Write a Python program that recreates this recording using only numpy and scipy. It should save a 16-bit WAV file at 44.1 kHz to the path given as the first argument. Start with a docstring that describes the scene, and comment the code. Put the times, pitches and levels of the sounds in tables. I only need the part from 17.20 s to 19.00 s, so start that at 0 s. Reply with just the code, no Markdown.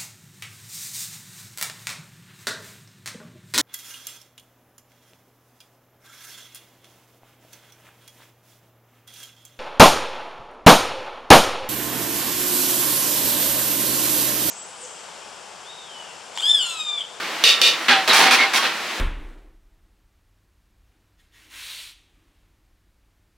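"""Burners and extractor of a hard-walled restaurant kitchen roar throughout, as coloured noise.
First a steel ladle is rapped twice on a pan rim: cracks, dense clangs and clear modes.
Then a wok clanks down on the range, made likewise, its hollow ring (a gliding sine) settling to about 770 Hz,
and the ladle scrapes round it in short strokes: trains of tiny slips, with squeals as wavering sines.
The recorder's limiter flattens the blows."""
import sys
import numpy as np
from scipy import signal
from scipy.fft import rfft, irfft
from scipy.io import wavfile

SR = 44100
rng = np.random.default_rng(int(sys.argv[2]) if len(sys.argv) > 2 else 0)


def materialize(psi):
    """Save the field psi as 16-bit PCM at rate SR to the path in sys.argv[1].

    A 1-D psi becomes a single channel; in a 2-D psi each row is a channel.
    """
    bounded = np.clip(np.atleast_2d(psi).T, -1, 1)
    quanta = np.round(bounded * 32767).astype(np.int16)
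    wavfile.write(sys.argv[1], SR, quanta)


N = 79380
TIME = np.arange(N) / SR
HZ = np.maximum(np.arange(N // 2 + 1) * SR / N, 1)
ATTACK_S = 0.0047

# left-right correlation of the sound field: freq_hz, correlation_0_to_1
LIKENESS = [(150, 1), (600, 0.98), (1400, 0.94), (2800, 0.89), (5500, 0.6), (10000, 0.27)]


def from_db(db):
    """Decibels to gain."""
    return 10 ** (np.asarray(db) / 20)


def rms_one(x):
    """Scale to rms 1."""
    return x / np.sqrt(np.mean(x ** 2) + 1e-20)


def at_hz(points):
    """Read a table along log frequency."""
    hz, value = np.transpose(points)
    return np.interp(np.log(HZ), np.log(hz), value)


def drift(rate_hz):
    """Random wander of rms 1, mostly slower than rate_hz."""
    lowpass = 1 / (1 + (HZ / rate_hz) ** 2)
    return rms_one(irfft(rfft(rng.standard_normal(N)) * lowpass, N))


def noise(colour, clicks=None):
    """Coloured stereo noise of rms 1, smooth or made of clicks, alike in the bass and wide in the treble."""
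    alike = np.clip(at_hz(LIKENESS), 0, 1)
    if clicks is None:
        mid, side = np.exp(2j * np.pi * rng.random((2, len(HZ))))
    else:
        mid, side = rfft(clicks)
    both = np.sqrt(1 + alike) * mid + np.sqrt(1 - alike) * side * [[1], [-1]]
    return rms_one(irfft(both * from_db(at_hz(colour)), N))


def dying(t, t60_s, hold_s=0):
    """Starts at t = 0, holds, then decays exponentially."""
    return (t >= 0) * np.exp(-np.log(1000) * np.maximum(t - hold_s, 0) / t60_s)


def tail(colour, t, t60_s, hold_s=0):
    """A crowd of close modes dying octave by octave, faster with each octave above 2 kHz."""
    treble_damping = 0.24  # t60 falls as this power of frequency
    spectrum = rfft(noise(colour))
    octave = np.clip(np.log2(HZ / 2000), -3, 3)
    out = 0
    for k in np.unique(np.round(octave)):
        band = irfft(spectrum * np.maximum(1 - abs(octave - k), 0), N)
        band_t60_s = t60_s * 2 ** (-max(k, 0) * treble_damping)
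        out = out + band * dying(t, band_t60_s, hold_s)
    return out


def held(start_s, length_s, release_s):
    """Linear attack, hold, exponential release with time constant release_s."""
    t = TIME - start_s
    return np.clip(t / ATTACK_S, 0, 1) * np.exp(-np.maximum(t - length_s, 0) / release_s)


def burners_and_extractor():
    """Turbulent roar: coloured noise with a very slight level flutter."""
    # roar spectrum: freq_hz, level_db_per_hz
    roar_colour = [(35, -62), (60, -24), (115, -39), (160, -14.5), (250, -10), (295, -11), (330, -2.5),
                   (390, -10), (600, -6), (1000, -4.5), (2000, -3), (4200, -9), (8000, -20), (16000, -31)]
    level_db, flutter_db, flutter_hz = -28, 0.1, 40
    return from_db(level_db + flutter_db * drift(flutter_hz)) * noise(roar_colour)


def kitchen_echo(x):
    """Add the dense echo of tiles and steel, as decaying noise convolved with the sound."""
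    delay_s, t60_s, wet = 0.004, 0.41, from_db(-3)
    echo = rms_one(tail([(100, 0.23), (16000, -2.2)], TIME - delay_s, t60_s)) / np.sqrt(N)
    echoed = signal.fftconvolve(x, echo, axes=1)[:, :N]
    return (x + wet * echoed) / np.sqrt(1 + wet ** 2)


def squeals_and_hollow_rings():
    """Squeals of the scraping edge, and the wok's hollow ring gliding down to about 770 Hz as it settles."""
    # squeals and hollow rings: start_s, length_s, pitch_hz, starting_pitch_offset_share, level_db
    tones = [(0.683, 0.044, 1487, .6, -20), (0.704, 0.083, 767, .15, -20), (0.894, 0.024, 3432, 0.27, -16),
             (1.039, 0.062, 770, 0, -24), (1.066, 0.025, 2250, -.03, -19), (1.105, .035, 2483, -.02, -22),
             (1.181, 0.063, 2162, -0.04, -17), (1.241, 0.016, 783, .02, -24.5),
             (1.342, 0.018, 2290, -0.028, -20.5), (1.384, .015, 1110, 0, -26)]
    waver_at_2khz, waver_hz = 0.022, 260  # share of the pitch, more for high notes; rate
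    ring_cycles, settle_s = 25, 0.022  # time constants
    out = 0
    for start_s, length_s, pitch_hz, bend, level_db in tones:
        slide = bend * np.exp(-np.maximum(TIME - start_s, 0) / settle_s)
        waver = waver_at_2khz * pitch_hz / 2000 * drift(waver_hz)
        phase = 2 * np.pi * np.cumsum(pitch_hz * (1 + slide + waver)) / SR
        gain = np.sqrt(2) * from_db(level_db + 2 * drift(waver_hz))
        out = out + gain * held(start_s, length_s, ring_cycles / pitch_hz) * np.sin(phase)
    return out


def scrapes():
    """Dense uneven slips of the ladle's edge shake the wok: grind, grit and rumble."""
    # ladle strokes: start_s, length_s, grind_db, grit_db, rumble_db
    strokes = [(0.874, 0.021, -21, -23, -21.5), (0.895, 0.039, -15, -28.5, -46),
               (0.929, 0.054, -12, -17.5, -35), (0.987, 0.0554, -11, -18, -19.5),
               (1.048, 0.034, -15.5, -27, -39), (1.107, 0.048, -13, -18.5, -35),
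               (1.186, 0.054, -20.5, -49, -58), (1.333, 0.049, -16.5, -21, -38),
               (1.422, 0.052, -20, -35, -34)]
    # spectrum of the grind: freq_hz, level_db_per_hz
    grind = [(150, -19), (500, -9.5), (1000, 2), (1700, 1.5), (2400, 2), (3000, -1.5), (3800, -0.5),
             (5500, -10), (8000, -29), (16000, -34)]
    # spectrum of the gritty hiss: freq_hz, level_db_per_hz
    grit = [(1500, -39), (3500, -5.5), (5500, -0.5), (7500, -8), (10000, -9), (16000, -20.5)]
    # spectrum of the bowl's rumble: freq_hz, level_db_per_hz
    rumble = [(70, -8), (170, -5), (280, 3), (450, 5), (750, 4.5), (1200, 2.5), (2500, -20.5)]
    release_s, slips_per_s, slip_spread_db = 0.0063, 4500, 3
    out = 0
    for k, colour in enumerate((grind, grit, rumble)):
        size_db = slip_spread_db * np.minimum(rng.exponential(1, (2, N)), 4)
        sizes = from_db(size_db) * rng.choice([-1, 1], (2, N))
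        slips = sizes * (rng.random((2, N)) < slips_per_s / SR)
        power = 0
        for start_s, length_s, *levels_db in strokes:
            power = power + (from_db(levels_db[k]) * held(start_s, length_s, release_s)) ** 2
        out = out + np.sqrt(power) * noise(colour, slips)
    return out


def blows(rows, modes, colour, crowd_db, hold_s, t60_s, crack_db, ring_db):
    """Each blow is a crack, a dense clang held up by chatter and close echoes, and the clear modes."""
    crack_t60_s, mode_spread_db = 0.017, 2
    hz, mode_db, mode_t60_s = np.transpose(modes)[:, :, None]
    width = np.sqrt(np.clip(1 - np.interp(hz, HZ, at_hz(LIKENESS)), 0, 1) / 2)
    # first contact: brighter by 10 dB per decade
    crack_colour = [(f, d + 10 * np.log10(f / 1000)) for f, d in colour]
    out = 0
    for start_s, level_db in rows:
        t = TIME - start_s
        strength, apart, turn = rng.standard_normal((3, len(modes), 1))
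        swing = from_db(mode_db + ring_db + mode_spread_db * strength) * dying(t, mode_t60_s, hold_s)
        phase = 2 * np.pi * (hz * t + turn)
        # left and right differ in phase, most in the treble
        rings = np.array([(swing * np.sin(phase + side * apart * width)).sum(0) for side in (1, -1)])
        crack = from_db(crack_db) * noise(crack_colour) * dying(t, crack_t60_s)
        crowd = from_db(crowd_db) * tail(colour, t, t60_s, hold_s)
        out = out + from_db(level_db) * (rings + crack + crowd)
    return out


def wok_knocks():
    """The wok clanks on the range: its modes ring over a crowd of close ones."""
    # knocks: start_s, level_db
    knocks = [(0.6828, -1.5), (0.694, -2), (0.8768, -7.5), (1.051, -8), (1.109, -4.5), (1.200, -9.5),
              (1.428, -15.5)]
    # clear modes of the wok: freq_hz, level_db, t60_s
    modes = [(769, -25, .6), (250, -23, .07), (1249, -21, .25), (1369, -22, .4), (1525, -21, .25),
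             (1634, -23, .3), (1830, -21, .35), (2452, -17, .15), (2626, -22, .35), (3400, -20, .2)]
    # spectrum of its crowd of close modes: freq_hz, level_db_per_hz
    colour = [(100, -29), (240, -12.5), (450, -9.5), (850, -8.5), (1100, -6.5), (1600, -1), (2500, -1),
              (4200, -3.5), (6500, -17.5), (16000, -38.5)]
    return blows(knocks, modes, colour, crowd_db=-11.5, hold_s=0.036, t60_s=0.37, crack_db=-14, ring_db=-3.5)


def rim_raps():
    """The ladle raps the pan rim: a strong crack and a bright, long-held clang."""
    # raps, the middle one very faint: start_s, level_db
    raps = [(0.2388, -1.5), (0.310, -39), (0.4155, -5)]
    # clear modes a rap rings with: freq_hz, level_db, t60_s
    modes = [(488, -25, .25), (1150, -22, 1.1), (1340, -25, 1.1), (1818, -21, .4), (1889, -16, .4),
             (2430, -18, .3), (2746, -15, .33), (2952, -13, .33), (3036, -12, .33), (3511, -11, .27),
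             (3740, -13, .25), (3804, -12, .25), (4462, -14, .27), (4506, -16, .27)]
    # spectrum of its crowd of close modes: freq_hz, level_db_per_hz
    colour = [(150, -51), (480, -12), (800, -22.5), (1700, -17.5), (2400, -6.5), (2900, -1), (3250, -9.5),
              (3650, 4), (4100, -9.5), (4500, -3), (5200, -10.5), (5700, -10), (6500, -16), (10000, -23),
              (16000, -33)]
    return blows(raps, modes, colour, crowd_db=-6.5, hold_s=0.065, t60_s=0.3, crack_db=2.5, ring_db=-7.5)


def scene():
    """Cookware with little bass, slightly to the right, over the steady roar."""
    low_cut_hz, left_db = 140, -1.12
    low_cut = signal.butter(6, low_cut_hz, "high", fs=SR, output="sos")
    cookware = rim_raps() + wok_knocks() + kitchen_echo(scrapes()) + squeals_and_hollow_rings()
    cookware = signal.sosfilt(low_cut, cookware)
    return cookware * from_db([[left_db], [0]]) + burners_and_extractor()


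def record(dry):
    """A fast limiter, rounded peaks, a rumble filter and a steep top cut."""
    limit_db, slope, sense_s, release_db_per_s = -12, 0.64, 0.0034, 69
    rumble_cut_hz, stopband_hz = 45, 16700
    r = np.exp(-1 / (sense_s * SR))
    power = signal.lfilter([1 - r], [1, -r], np.mean(dry ** 2, 0))
    level_db = 10 * np.log10(power + 1e-12)
    # excess rises with the sensed level, falls at a steady rate
    fall_db = release_db_per_s * TIME
    over_db = np.maximum.accumulate(np.maximum(level_db - limit_db, 0) + fall_db) - fall_db
    limited = dry * from_db(-slope * over_db)
    rounded = limited / (1 + limited ** 6) ** (1 / 6)
    rumble_filter = signal.butter(2, rumble_cut_hz, "high", fs=SR, output="sos")
    top_cut = signal.cheby2(16, 70, stopband_hz, fs=SR, output="sos")
    return signal.sosfilt(top_cut, signal.sosfilt(rumble_filter, rounded))


dry = scene()
out = record(dry)
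materialize(out)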